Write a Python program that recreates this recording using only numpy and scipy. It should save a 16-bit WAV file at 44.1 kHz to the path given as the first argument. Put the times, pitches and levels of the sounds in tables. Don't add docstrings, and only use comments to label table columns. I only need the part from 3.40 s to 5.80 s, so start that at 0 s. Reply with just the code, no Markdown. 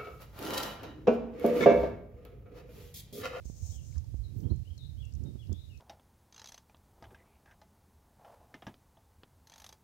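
import sys
import numpy as np
from scipy import signal
from scipy.fft import rfft, irfft, next_fast_len
from scipy.io import wavfile
from scipy.ndimage import map_coordinates

SR = 44100
rng = np.random.default_rng(int(sys.argv[2]) if len(sys.argv) > 2 else 0)


def master_out(mix):
    frames = np.transpose(np.atleast_2d(mix))
    ceiling = np.clip(frames, -1, 1)
    pcm = np.round(ceiling * 32767).astype(np.int16)
    wavfile.write(sys.argv[1], SR, pcm)


N = 105840
PORT_PAN_DB = -24


def dog():
    clicks, bubbles = tongue_clicks(), tongue_bubbles()
    echo = amp(-19) * tree_echo(clicks + bubbles, pan_db=13)
    return panned(clicks, pan_db=35) + panned(bubbles, pan_db=14) + echo


def tongue_clicks():
    # start in seconds, peak level in dB, pitch in Hz.
    snaps = [(0.5816, -38.5, 5760), (0.644, -51.5, 5250), (1.0049, -48, 5400), (1.1622, -52, 6450),
             (1.3794, -44, 5660), (1.653, -46, 6900), (1.7246, -48.5, 5500), (1.738, -44.5, 6300),
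             (1.7525, -46, 6340), (1.8378, -46.5, 6080), (2.072, -49, 4260), (2.1284, -38, 6250),
             (2.3754, -47.5, 5040)]
    spatter_t60_s, half_band_octaves, bounce_s = 0.0063, 0.25, 0.0031
    clicks, t = np.zeros(N), np.arange(SR // 16) / SR
    for start, db, hz in snaps:
        spatter = amp(-16.5 - 60 * t / spatter_t60_s) * rng.standard_normal(len(t))
        snap = (t == 0) + spatter
        band_hz = hz * 2.0 ** np.array([-half_band_octaves, half_band_octaves])
        ring = signal.sosfilt(signal.butter(2, band_hz, "band", fs=SR, output="sos"), snap)
        click = ring + amp(-20) * snap
        click *= amp(db) / np.abs(click).max()
        add(clicks, start, click)
        add(clicks, start + bounce_s, amp(-6.5) * click)
    return clicks


def tongue_bubbles():
    # start in seconds, level in dB, starting pitch in Hz.
    bubbles = [(0.526, -51.5, 2170), (.557, -52.5, 1640), (0.57, -53.5, 1090), (0.643, -56, 850)]
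    life_cycles, pitch_rise = 24, 0.22
    plops, t = np.zeros(N), np.arange(SR // 16) / SR
    attack = 1 - np.exp(-t / 0.00057)
    for start, db, hz in bubbles:
        age = t * hz / life_cycles
        ring = np.sin(2 * np.pi * hz * t * (1 + pitch_rise * age / 2))
        add(plops, start, amp(db - 60 * age) * attack * ring)
    return plops


def splash(centre_s=0.558, width_s=0.036, db=-66):
    swell = np.exp(-((np.arange(N) / SR - centre_s) / width_s) ** 2 / 2)
    hiss = noise([(300, -4), (900, -0.5), (2500, -7.5), (5000, 4), (8000, -11), (14000, -13)])
    spray = unit(hiss * amp(2.8 * wobble(330)))
    return panned(amp(db) * swell * spray, pan_db=11)


def hand_bumps():
    # start in seconds, thump level in dB, pitch in Hz, tap strength in dB.
    bumps = [(0.055, -25, 62.9, -29.5), (0.099, -51, 84, -24), (0.223, -21, 88, -73), (.29, -23, 83, -67),
             (0.565, -16.5, 77.3, -44), (0.743, -21.5, 65.4, -24.5), (0.789, -19.5, 56.2, -69),
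             (0.963, -21.5, 95, -58), (1.049, -18, 95.7, -54), (1.11, -16.5, 73, -32.5),
             (1.184, -24, 55, -48), (1.299, -25, 72, -74), (2.095, -22.5, 88.7, -24.5),
             (2.117, -25.5, 86.2, -37.5)]
    thump_t60_s, rise_s, tap_s, soften_hz = 0.13, 0.0041, 0.0022, 850
    thumps, taps, t = np.zeros(N), np.zeros(N), np.arange(SR // 4) / SR
    envelope = amp(-60 * t / thump_t60_s) * (1 - np.exp(-t / rise_s))
    age = t / tap_s
    tap = 2 * age * (2 - age) * np.exp(-age)
    for start, db, hz, tap_db in bumps:
        add(thumps, start, amp(db) * envelope * np.sin(2 * np.pi * hz * t))
        add(taps, start, amp(tap_db) * tap)
    soft_taps = filtered(taps, lambda hz: 1 / (1 + 1j * hz / soften_hz) ** 2)
    return panned(thumps + soft_taps, PORT_PAN_DB)


def hand_slide():
    # time in seconds, level in dB.
    slide_levels = [(0, -87), (.043, -75), (.056, -56), (.08, -60.5), (.135, -62), (.175, -59), (.205, -60),
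                    (.24, -55), (.32, -51), (.41, -65.5), (.455, -59), (.53, -62), (.62, -73), (.71, -85),
                    (.77, -71), (.95, -113)]
    # frequency in Hz, relative dB.
    left_colour = [(750, -12.5), (1300, -28), (4800, -17), (5600, -5), (6500, 5.5), (7600, -3), (9000, -11),
                   (10500, -23), (15500, -20)]
    right_colour = [(750, -3), (1300, -29), (3800, -14), (4700, -7), (5700, 1.5), (7000, -6), (8200, -21.5),
                    (12500, -19), (15000, -8.5)]
    brush_colour = [(3000, -22), (6500, -5), (10000, -15), (12500, -6), (15000, -1.5)]
    brush_at_s, brush_width_s = 1.0, 0.046
    friction = amp(curve(slide_levels) + 1.37 * wobble(44.3))
    hiss = friction * np.array([noise(left_colour), amp(-3.5) * noise(right_colour)])
    brush = amp(-65) * np.exp(-((np.arange(N) / SR - brush_at_s) / brush_width_s) ** 2)
    return hiss + brush * stereo_noise(brush_colour)


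def wind():
    # time in seconds, relative level in dB.
    breeze_levels = [(0, -55.5), (.42, -49.5), (.64, -48), (.89, -48), (1.06, -50), (1.2, -42.5),
                     (1.26, -54.5), (1.58, -47.5), (1.7, -51.5), (1.8, -44.5), (1.95, -56), (2.03, -53),
                     (2.4, -54.5)]
    # centre in seconds, half width in seconds, relative level in dB.
    gusts = [(0.969, 0.06, -48.5), (1.057, 0.034, -36), (1.118, 0.011, -29.5), (1.866, 0.046, -38.5),
             (1.956, 0.0052, -39), (2.119, 0.018, -34)]
    # frequency in Hz, relative level in dB.
    rumble_colour = [(25, -27), (42, -6), (58, 1), (85, 0), (130, -5.5), (190, -22.5), (300, -30.5),
                     (700, -73.5)]
    gust_colour = [(40, -17), (75, 12), (125, 11.5), (240, 4.5), (400, -4), (550, -18.5), (1000, -31),
                   (2000, -44), (5000, -74)]
    roundness = 0.93
    t = np.arange(N) / SR
    rumble = amp(curve(breeze_levels) + 10.5) * stereo_noise(rumble_colour)
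    force = sum(amp(db) * np.exp(-np.abs((t - at) / width) ** roundness) for at, width, db in gusts)
    flutter = force * amp(4 + 0.9 * wobble(90)) * stereo_noise(gust_colour)
    return panned(rumble + flutter, PORT_PAN_DB)


def bird():
    # start and length in seconds, first, middle and last pitch in Hz,
    # level in dB, trill depth in Hz.
    notes = [(0.292, 0.026, 3970, 3750, 3670, -66, 10), (0.311, 0.021, 3500, 3170, 3150, -66.5, 0),
             (0.323, 0.055, 3250, 3290, 2860, -63, 34), (0.375, 0.031, 3030, 2923, 2700, -64, 78),
             (0.834, 0.036, 4340, 3950, 4020, -62.5, 145), (1.029, 0.034, 2680, 3270, 3110, -65, 0),
             (1.097, 0.021, 3730, 4274, 4160, -55.5, 17), (1.248, 0.018, 2590, 2870, 2940, -63.5, 0),
             (1.271, 0.015, 2850, 2980, 3070, -58.5, 0), (1.3, 0.018, 3100, 3210, 3080, -60.5, -4),
             (1.373, 0.052, 4450, 3790, 3830, -58, 68), (1.418, 0.0554, 3830, 3770, 4100, -57.5, 220),
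             (1.569, 0.06, 2945, 3320, 3290, -62.5, 43), (1.614, 0.0464, 3156, 2830, 2753, -61, 57),
             (1.662, 0.039, 2663, 2743, 3080, -72.5, 64), (1.852, 0.039, 3730, 3750, 3720, -64, 10),
             (1.986, 0.053, 3333, 3266, 2590, -60, 5), (2.114, 0.06, 3500, 3473, 3600, -62, 178),
             (2.17, 0.091, 3635, 3790, 3715, -60.5, 220), (2.294, 0.0657, 2957, 2680, 2520, -62.5, 7)]
    trill_rate_hz, fade_s = 124.6, 0.0057
    warble_hz, flutter_db, wobbles_per_s = 32.8, 1.87, 195
    song = np.zeros(N)
    for start, length, first, middle, last, db, trill_depth in notes:
        t = np.arange(int(length * SR)) / SR
        glide = np.polyval(np.polyfit([0, .5, 1], [first, middle, last], 2), t / length)
        trill = trill_depth * np.sin(2 * np.pi * trill_rate_hz * t)
        hz = glide + trill + warble_hz * wobble(wobbles_per_s)[:len(t)]
        level = amp(db + flutter_db * wobble(wobbles_per_s)[:len(t)])
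        fade = np.clip(np.minimum(t, length - t) / fade_s, 0, 1)
        add(song, start, level * fade * np.sin(2 * np.pi * np.cumsum(hz) / SR))
    return panned(song, pan_db=41) + amp(-1) * tree_echo(song, pan_db=41)


def tree_echo(x, pan_db, t60_s=0.38):
    t = np.arange(SR // 2) / SR
    tail = rng.standard_normal((2, len(t))) * amp(-60 * t / t60_s) * (1 - np.exp(-t / 0.0022))
    echo = signal.fftconvolve(x[None], tail / np.linalg.norm(tail[0]), axes=1)
    return panned(echo[:, :N], pan_db)


def river_and_leaves():
    # frequency in Hz, relative level in dB.
    wash_colour = [(25, -34), (60, 15.5), (110, 21), (250, 5.5), (500, 0), (900, -12.5), (1500, -16.5),
                   (3000, -14), (5500, -12.5), (9000, -18.5), (15500, -19.5)]
    return amp(-58) * stereo_noise(wash_colour)


def amp(db):
    return 10 ** (np.asarray(db) / 20)


def unit(x):
    return x / np.sqrt(np.mean(x ** 2) + 1e-20)


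def curve(rows):
    return np.interp(np.arange(N) / SR, *np.transpose(rows))


def wobble(rate):
    return map_coordinates(rng.standard_normal(1024), [np.arange(N) * rate / SR], mode="wrap")


def filtered(x, response):
    size = next_fast_len(N + SR // 2)
    return irfft(rfft(x, size) * response(np.fft.rfftfreq(size, 1 / SR)), size)[..., :N]


def noise(colour):
    knots_hz, db = np.transpose(colour)
    white = rng.standard_normal(N)
    return unit(filtered(white, lambda hz: amp(np.interp(np.log(hz + 1), np.log(knots_hz), db))))


def stereo_noise(colour):
    return np.array([noise(colour), noise(colour)])


def add(track, start_s, sound):
    part = track[max(round(start_s * SR), 0):][:len(sound)]
    part += sound[:len(part)]


def panned(x, pan_db):
    return x * amp([[min(pan_db, 0)], [min(-pan_db, 0)]])


def scene():
    return dog() + splash() + bird() + hand_slide() + hand_bumps() + wind() + river_and_leaves()


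def record(dry):
    low_cut_hz, top_hz = 42, 15800
    lean = signal.sosfilt(signal.butter(2, 30, "high", fs=SR, output="sos"), dry)
    return filtered(lean, lambda hz: (hz < top_hz) * hz ** 4 / np.hypot(hz ** 4, low_cut_hz ** 4))


dry = scene()
out = record(dry)
master_out(out)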